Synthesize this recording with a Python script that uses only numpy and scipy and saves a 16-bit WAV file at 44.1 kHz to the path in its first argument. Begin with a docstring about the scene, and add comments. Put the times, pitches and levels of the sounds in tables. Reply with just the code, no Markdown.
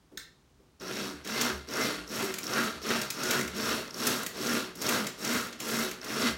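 """A click, then fourteen rasping pulls on a cord as a window blind is raised hand over hand in a bedroom.
The braided cord catches and slips in its lock, which makes the headrail ring; its fibres hiss in the guides.
The small guide chatters, the roller drones at a pitch that follows the cord speed, and short tones creak.
Plastic parts click as short bursts of chatter, and the swinging blind bumps as soft low swells.
Most sounds leave a short room tail, over a faint steady murmur of air."""
import sys
import numpy as np
from scipy import signal
from scipy.fft import rfft, irfft
from scipy.io import wavfile
from scipy.ndimage import uniform_filter1d

SR = 44100
rng = np.random.default_rng(int(sys.argv[2]) if len(sys.argv) > 2 else 0)


def output_pcm(signal):
    """Save a mono or channel-first signal as 16-bit PCM at the path in sys.argv[1].

    Samples are clipped to [-1, 1] before scaling.
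    """
    pcm = np.clip(np.atleast_2d(signal).T, -1, 1) * 32767
    wavfile.write(sys.argv[1], SR, np.round(pcm).astype(np.int16))


N = 280917
T = np.arange(N) / SR  # time in seconds

# Tone of the still air. Each row: frequency in Hz, relative level in dB.
AIR_COLOUR = [(15, -25), (25, -19), (55, 4.5), (92, -6.5), (137, -2.5), (277, -9), (373, -10), (560, -17.5),
              (911, -17), (2110, -24.5), (6050, -27.5), (14400, -39.5), (16000, -35)]
# Ringing of the lock as it springs open. Each row: frequency in Hz, width in Hz, height above the colour in dB.
LOCK_RESONANCES = [(337, 150, 13), (1530, 84, 18), (1750, 110, 15), (2330, 140, 8), (3390, 90, 13),
                   (3760, 140, 13), (4300, 120, 6), (5460, 150, 12), (6060, 130, 8), (6670, 110, 9),
                   (6600, 83, 16), (9500, 120, 9), (12400, 500, 8), (14450, 300, 16)]
# Broad tone of the lock. Each row: frequency in Hz, relative level in dB.
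LOCK_COLOUR = [(100, 3), (500, -3.5), (850, -13), (1300, -2), (3000, 0.5), (5500, 2.5), (8500, -0.5),
               (10300, -11), (11500, -7), (16000, -7)]
# The cord snaps taut against the small guide. Each row: start in seconds, relative strength in dB.
GUIDE_TAPS = [(0.799, -47), (0.88, -38), (0.932, -38), (1.686, -39), (1.736, -30), (2.076, -41.5),
              (2.431, -36), (2.467, -31), (2.535, -28.5), (3.581, -34.5), (3.877, -41.5), (3.907, -39),
              (3.942, -33.5), (4.469, -28.5), (4.865, -24), (5.276, -33), (6.014, -41), (6.044, -38)]
# One pull per hand. Each row: taking hold in seconds, fastest moment in seconds, start below the peak in dB,
# end below the peak in dB, relative rasp peak in dB, relative hiss peak in dB,
# centre of the roller's drone in seconds, relative drone strength in dB.
PULLS = [(.805, 1.063, 9, 19.5, -38.5, -46, 1.33, -40), (1.249, 1.458, 12.5, 23.5, -33, -38.5, 1.53, -42),
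         (1.677, 1.862, 17.5, 20, -31.5, -37, 2, -48), (2.073, 2.224, 17, 14, -34.5, -37.5, 2.3, -51),
         (2.43, 2.63, 14.5, 17.5, -33.5, -37.5, 2.6, -33.5), (2.816, 2.949, 15, 16, -32, -37.5, 2.96, -38),
         (3.128, 3.358, 17, 15.5, -32, -36.5, 3.41, -33.5), (3.543, 3.731, 10, 19, -32.5, -36, 3.57, -37),
         (3.933, 4.131, 17.5, 18.5, -32, -32.5, 4.76, -42), (4.338, 4.572, 12.5, 21, -33, -35.5, 4.53, -35),
         (4.752, 4.955, 22.5, 21.5, -31.5, -33.5, 5.03, -32.5),
         (5.181, 5.373, 15, 22.5, -33, -34, 5.33, -33), (5.597, 5.821, 10, 20, -34, -33.5, 5.78, -31.5),
         (6.018, 6.287, 15, 15, -33, -37.5, 6.26, -28.5)]
# The cord briefly scrapes harder, or lighter if negative. Each row: centre in seconds, change in dB,
# time from the centre until 37 percent of the change is left, in seconds.
GRABS = [(0.813, 3, 0.011), (0.85, -3, 0.0086), (0.916, 4.5, 0.019), (2.49, 3, 0.0099), (2.583, 3.5, 0.017),
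         (2.907, 3, 0.0091), (6.273, 3.5, 0.012)]
# Ringing of the headrail. Each row: frequency in Hz, width in Hz, height above the colour in dB.
RAIL_RESONANCES = [(71.6, 4.7, 15.5), (134, 14.5, 17), (182, 15, 7), (197, 8, 2), (233.5, 23.3, 14),
                   (303.3, 20, 12.5), (371, 19, 14), (433, 16.7, 12), (482, 36, 4.5), (628, 56, 5.5),
                   (1190, 46, 2.5), (1383, 106, 6.5), (1606, 28, 5), (2090, 38, 6.5), (2614, 190, 4.5),
                   (3867, 42, 10), (4326, 160, 8), (4670, 48, 11)]
# Broad tone of the rasp. Each row: frequency in Hz, relative level in dB.
RASP_COLOUR = [(30, -8), (60, -23), (100, -10.5), (170, -9.5), (260, 0), (335, -4), (500, 0), (800, -5),
               (1100, -1.5), (1700, -3.5), (2400, -9), (3400, -6), (5000, -13), (9000, -15.5), (16000, -11)]
# Broad tone of the fibre hiss. Each row: frequency in Hz, relative level in dB.
HISS_COLOUR = [(300, -37), (2000, -3), (4000, 2), (4950, 4), (6600, 20.5), (7600, 15), (8000, 18.5),
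               (8400, 15), (9500, 7), (9900, 17), (10450, 4), (11000, 18), (11900, 14.5), (12700, 14),
               (16000, 10.5)]
# Short creaks of the cord. Each row: centre in seconds, pitch in Hz, relative strength in dB,
# spread of the bell-shaped swell in seconds.
CREAKS = [(1.094, 290.5, -43.5, 0.061), (1.366, 2080, -39, 0.026), (1.824, 2070, -38, 0.027),
          (2.248, 385, -30, 0.012), (2.305, 378, -37, 0.028), (3.32, 1457, -37, 0.081),
          (6.241, 1150, -40, .03), (6.278, 2048, -36, 0.02)]
# Soft bumps of the swinging blind. Each row: start in seconds, peak level in dB, pitch in Hz.
BUMPS = [(1.12, -52.5, 73), (1.5, -41, 71.7), (1.939, -53, 57.4), (2.73, -51, 74.4), (3.365, -38, 133.3),
         (3.43, -46, 72.3), (4.29, -61, 71), (6.282, -45, 70)]
# Knocks of the lock and toggle. Each row: start in seconds, relative strength in dB,
# body below 2.4 kHz against the middle in dB, treble above 10 kHz against the middle in dB,
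# chatter time in seconds.
CLICKS = [(1.246, -40, 4, -1, .006), (1.273, -32, 6, -3, .003), (1.411, -21, 3, -0.5, 0.0056),
          (2.340, -25, 7, 0, 0.0014), (2.384, -26.5, 8, 3, 0.004), (2.438, -33, -8, 2, .003),
          (3.015, -25, 6, 1, 0.0032), (3.102, -24.5, 1, 1, 0.0052), (3.233, -30, -23, -4, .004),
          (3.307, -20.5, 5, 2, 0.0067), (3.389, -32, 3, 4, 0.0035), (3.409, -26, 11, -2, .004),
          (3.476, -31.5, 8, -2, .005), (4.067, -19, 1, 3.5, 0.0074), (4.23, -31, -3, 4, 0.0046),
          (4.263, -24, 6, 2.5, .004), (4.753, -39.5, -4, 4, 0.0054), (4.815, -29, -12, 2, 0.008),
          (4.888, -19.5, 11.5, 4, 0.0061), (5.067, -26, 5.5, -1.5, 0.0047), (5.247, -27, 0, -2, 0.0038),
          (5.526, -38.5, 5, -10, 0.0042), (5.601, -29, 6, 2, 0.0037), (5.912, -32, 5, 0, .004),
          (6.044, -37, 3, 4, 0.0043)]
# Broad tone of the knocks. Each row: frequency in Hz, relative level in dB.
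CLICK_COLOUR = [(40, -63), (140, -3), (400, -4.5), (800, -30), (1300, -21), (1950, 1), (3000, 0), (3700, 2),
                (4900, 3), (5600, 5), (6700, 7), (8000, 2.5), (9500, -2.5), (12500, -2), (16000, -2.5)]


def undb(db):
    """Turn decibels into a gain."""
    return 10 ** (np.asarray(db) / 20)


def unit(x):
    """Scale a sound to an average (rms) level of 1."""
    return x / np.sqrt(np.mean(x ** 2))


def walk(rate):
    """Draw random values, rate per second, and join them with straight lines."""
    return np.interp(T * rate, np.arange(N // 8), rng.standard_normal(N // 8))


def band(x, lo_hz, hi_hz, order=2):
    """Keep only the frequencies between two limits."""
    return signal.sosfilt(signal.butter(order, [lo_hz, hi_hz], "band", fs=SR, output="sos"), x)


def ring(x, colour, resonances=(), size=16384):
    """Pass a sound through a body: a broad colour with resonances on top, ringing only after each push."""
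    hz = np.maximum(np.arange(size // 2 + 1) * SR / size, 1)
    points, colour_db = np.transpose(colour)
    power = undb(np.interp(np.log(hz), np.log(points), colour_db)) ** 2
    peaks = 1
    for centre, width, height_db in resonances:
        extra_power = max(undb(height_db) ** 2 - 1, 0)
        peaks = peaks + extra_power / (1 + (2 * (hz - centre) / width) ** 2)
    power = power * peaks
    # folding the cepstrum (spectrum of the log spectrum) makes the response start at once
    cepstrum = irfft(np.log(power / power.mean()) / 2)
    cepstrum[1:size // 2] *= 2
    cepstrum[size // 2 + 1:] = 0
    response = irfft(np.exp(rfft(cepstrum)))
    return signal.fftconvolve(x, response)[:len(x)]


def contact(chatter_s, fade_s, attack_s=0.00052):
    """Plastic parts meet, chatter for a few milliseconds and settle."""
    age = T[:SR // 10]
    attack = np.minimum(age / attack_s, 1)
    fade = np.exp(-np.maximum(age - chatter_s, 0) / fade_s)
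    return rng.choice([-1, 1], len(age)) * attack * fade


def place(x, start_s):
    """Set a short sound at a given time in silence."""
    return np.pad(x, (int(start_s * SR), N))[:N]


def slips(rate, spread_db):
    """Fibres catch and let go at random, rate times a second, each with its own strength."""
    chance, size, sign = rng.random(N), rng.standard_normal(N), rng.choice([-1, 1], N)
    strength = undb(spread_db * np.minimum(size, 1))  # the strongest slips are capped
    happens = chance < rate / SR
    # dividing by the root of the rate keeps denser slips from growing louder
    return unit(happens * sign * strength / np.sqrt(rate))


def air():
    """Still room: a smooth faint hiss over an uneven low murmur."""
    noise = rng.standard_normal(N)
    murmur_change = undb(0.85 * walk(19)) - 1
    noise = noise + murmur_change * band(noise, 50, 600, order=1)
    return ring(noise, AIR_COLOUR) * undb(-63)


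def grip(start_s, level_db, fade_s=0.083):
    """A dull touch as the hand takes hold of the cord: noise that starts at once and fades."""
    touch = rng.standard_normal(N) * (T > start_s) * np.exp(-np.abs(T - start_s) / fade_s)
    colour = [(100, -22), (250, 0), (420, 1), (650, -15), (1200, -23), (4000, -37)]
    return ring(touch, colour) * undb(level_db)


def release(start_s=.173, strength_db=-33):
    """The lock springs open; its own ring is heard directly, the room scatters the broad crack."""
    snap = place(contact(chatter_s=0.0025, fade_s=0.0059), start_s) * undb(strength_db)
    direct = ring(snap, LOCK_COLOUR, LOCK_RESONANCES)
    crack = ring(snap, LOCK_COLOUR, [(1680, 450, 8.3), (3800, 700, 3)])
    return direct + bedroom(crack, wet_db=-5.0)


def bedroom(x, wet_db, t60=0.39, treble_t60=0.23, build_s=0.016):
    """The room's answer: reflections thicken over the first moments; the treble dies first."""
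    age = T[:SR // 2]
    noise = rng.standard_normal((2, len(age)))
    # each t60 is the time in seconds for a fall of 60 dB
    body = band(noise[0], 337, 5900) * undb(-60 * age / t60)
    treble = undb(0.5) * band(noise[1], 6200, 19400) * undb(-60 * age / treble_t60)
    tail = (body + treble) * np.minimum(age / build_s, 1) ** 2
    tail = tail / np.sqrt(np.sum(tail ** 2))
    return undb(wet_db) * signal.fftconvolve(x, tail)[:N]


def guide(level_db):
    """The small guide chatters and snaps against the cord with a short bright ring."""
    chatter = slips(700, spread_db=3) * undb(level_db - 4)
    for start_s, strength_db in GUIDE_TAPS:
        tap = contact(chatter_s=.002, fade_s=.002)
        chatter = chatter + place(tap, start_s) * undb(strength_db)
    colour = [(500, -32), (3000, -24), (4500, -9.5), (5450, -6.5), (6200, -6.0), (8000, -27.0), (16000, -21)]
    return ring(chatter, colour, [(5476, 260, 10.4)])


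def eased(db, handover_s=0.023):
    """Blend a level curve over the time the next hand needs to bring the cord taut."""
    smooth = uniform_filter1d(undb(db), int(handover_s * SR))
    return 20 * np.log10(np.maximum(smooth, 1e-6))


def pulls():
    """Each hand speeds the cord up, then lets it slow; gives the tug and the levels of its four sounds."""
    rise_power, fall_power = 2.4, 1.1  # the hand speeds up quickly, levels off, then slows almost evenly
    hiss_growth, guide_growth, drone_growth = 1.01, 1.0, 0.56  # dB gained per dB of rasp
    # a slackening cord loses its treble first: extra dB lost per dB of slowing
    slack_power, hiss_slack, guide_slack = 2.3, 1, 0.65
    guide_peak_db, guide_lead_s = -35, 0.02  # the guide chatters most just before the cord is fastest
    drone_spread_s, idle_peak_db = 0.033, -39  # the roller's swell, and its level for the rest of a pull
    rasp_db, hiss_db, idle_db = np.full((3, N), -100.)
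    tug, swell, slack_db = np.zeros((3, N))
    ends = [row[0] for row in PULLS[1:]] + [N / SR]
    for row, end in zip(PULLS, ends):
        start, fastest, catch_db, end_db, rasp_peak_db, hiss_peak_db, drone_s, drone_db = row
        now = (T >= start) & (T < end)
        rise = np.clip((fastest - T[now]) / (fastest - start), 0, 1)  # 1 at the catch, 0 when fastest
        fall = np.clip((T[now] - fastest) / (end - fastest), 0, 1)  # 0 when fastest, 1 at the end
        effort_db = -catch_db * rise ** rise_power - end_db * fall ** fall_power
        tug[now] = rise
        slack_db[now] = end_db * fall ** slack_power
        rasp_db[now] = rasp_peak_db + effort_db
        hiss_db[now] = hiss_peak_db + hiss_growth * effort_db
        idle_db[now] = idle_peak_db + drone_growth * effort_db
        swell += undb(drone_db) * np.exp(-((T - drone_s) / drone_spread_s) ** 2 / 2)
    ahead_db = np.where(T < PULLS[0][0], rasp_db, np.interp(T + guide_lead_s, T, rasp_db))
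    guide_db = guide_peak_db + guide_growth * (ahead_db - rasp_db.max())
    hiss_db = eased(hiss_db - hiss_slack * slack_db)
    guide_db = eased(guide_db - guide_slack * slack_db)
    roller_db = 20 * np.log10(swell + undb(eased(idle_db)))
    return tug, eased(rasp_db), hiss_db, guide_db, roller_db


def wander(x, spread_db, rate, count=9):
    """The point of contact shifts, so neighbouring bands flicker in level above the steadier low body."""
    out, below = x, 0
    for hz in np.geomspace(280, 9000, count):
        low = signal.sosfiltfilt(signal.butter(4, hz, fs=SR, output="sos"), x)
        depth_db = spread_db * min(hz / 1000, 1)  # low bands move less
        change = undb(depth_db * walk(rate)) - 1
        out = out + (low - below) * change
        below = low
    return out


def rasp(speed, tug, level_db):
    """The cord drags through the lock; its slips come denser with speed and shake the headrail."""
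    grab_db = sum(db * np.exp(-((T - s) / length) ** 2) for s, db, length in GRABS)
    scrape = slips(600 + 3200 * speed, spread_db=0.0)
    scrape = scrape * undb(level_db + 1.0 + grab_db + walk(110))
    # a hard-pulled cord bites brighter
    scrape = scrape + 0.76 * speed * band(scrape, 1310, 3060, order=1)
    # a fresh tug shakes the low body of the headrail
    scrape = scrape + .55 * (tug - .25) * band(scrape, 250, 554, order=1)
    scrape = wander(scrape, spread_db=2, rate=14)
    return ring(band(scrape, 41, 10140, order=3), RASP_COLOUR, RAIL_RESONANCES)


def hiss(speed, level_db):
    """Fine fibres brush the guide holes, more densely at speed."""
    flutter = undb(1.6 * walk(170))
    brush = slips(600 + 4000 * speed, spread_db=7) * flutter
    return ring(brush * undb(level_db - 5.5), HISS_COLOUR)


def roller(speed, level_db, top_hz=243):
    """The braid bumps over the roller: an unsteady drone that rises with the speed of the cord."""
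    hz = top_hz * (.6 + .4 * speed) * (1 + 0.0764 * walk(170))
    phase = 2 * np.pi * np.cumsum(hz) / SR
    throb = undb(1.6 * walk(110))
    drone = (np.sin(phase) + undb(-16.5) * np.sin(2 * phase)) * throb
    return unit(drone) * speed * undb(level_db - 3.0)


def creaks(unsteady=0.0258):
    """Stick and slip fall briefly into step with a resonance and give a rough tone."""
    out = np.zeros(N)
    for centre_s, hz, strength_db, spread_s in CREAKS:
        phase = 2 * np.pi * np.cumsum(hz * (1 + unsteady * walk(hz / 4))) / SR
        roughness = undb(strength_db + 1.0 + 2 * walk(200))
        out += np.sin(phase) * roughness * np.exp(-((T - centre_s) / spread_s) ** 2 / 2)
    return out


def bumps(swell_cycles=4.0):
    """The blind swings into the window recess, which booms slowly: a low tone swells and fades."""
    out = np.zeros(N)
    for start_s, peak_db, hz in BUMPS:
        cycles = np.maximum(T - start_s, 0) * hz
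        rise = cycles / swell_cycles
        swell = (rise * np.exp(1 - rise)) ** 2
        out += undb(peak_db) * swell * np.sin(2 * np.pi * cycles)
    return out


def clicks():
    """The lock pawl and toggle knock: each short chatter has its own balance of body and treble."""
    out = np.zeros(N)
    for start_s, strength_db, body_db, treble_db, chatter_s in CLICKS:
        tone = [(500, body_db), (2400, body_db), (4000, 0), (7000, 0), (10000, treble_db)]
        knock = contact(chatter_s, fade_s=0.0059, attack_s=0.22 * chatter_s)
        out += place(ring(knock, tone, size=1024), start_s) * undb(strength_db - 4)
    return ring(out, CLICK_COLOUR)


def scene():
    """The cord, the knocking parts and the swinging blind in their room."""
    tug, rasp_db, hiss_db, guide_db, roller_db = pulls()
    # friction grows with speed, so a louder rasp means a faster cord (1 is full speed)
    speed = np.clip(undb(.6 * (rasp_db + 32)), .05, 1)
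    touches = grip(start_s=.116, level_db=-53) + grip(start_s=0.6, level_db=-62)
    rubbing = guide(guide_db) + rasp(speed, tug, rasp_db) + hiss(speed, hiss_db)
    cord = touches + rubbing + roller(speed, roller_db) + creaks()
    knocks = clicks()
    room = bedroom(cord, wet_db=-12) + bedroom(knocks, wet_db=-6.5)
    return (air() + release() + cord + bumps() + knocks + room)[None]


def record(dry):
    """Filters weaken the deep bass below 38 Hz and cut steeply above 15.9 kHz."""
    low_cut = signal.butter(4, 38, "high", fs=SR, output="sos")
    top_cut = signal.ellip(10, .2, 70, 15900, fs=SR, output="sos")
    return signal.sosfilt(top_cut, signal.sosfilt(low_cut, dry))


dry = scene()
out = record(dry)
output_pcm(out)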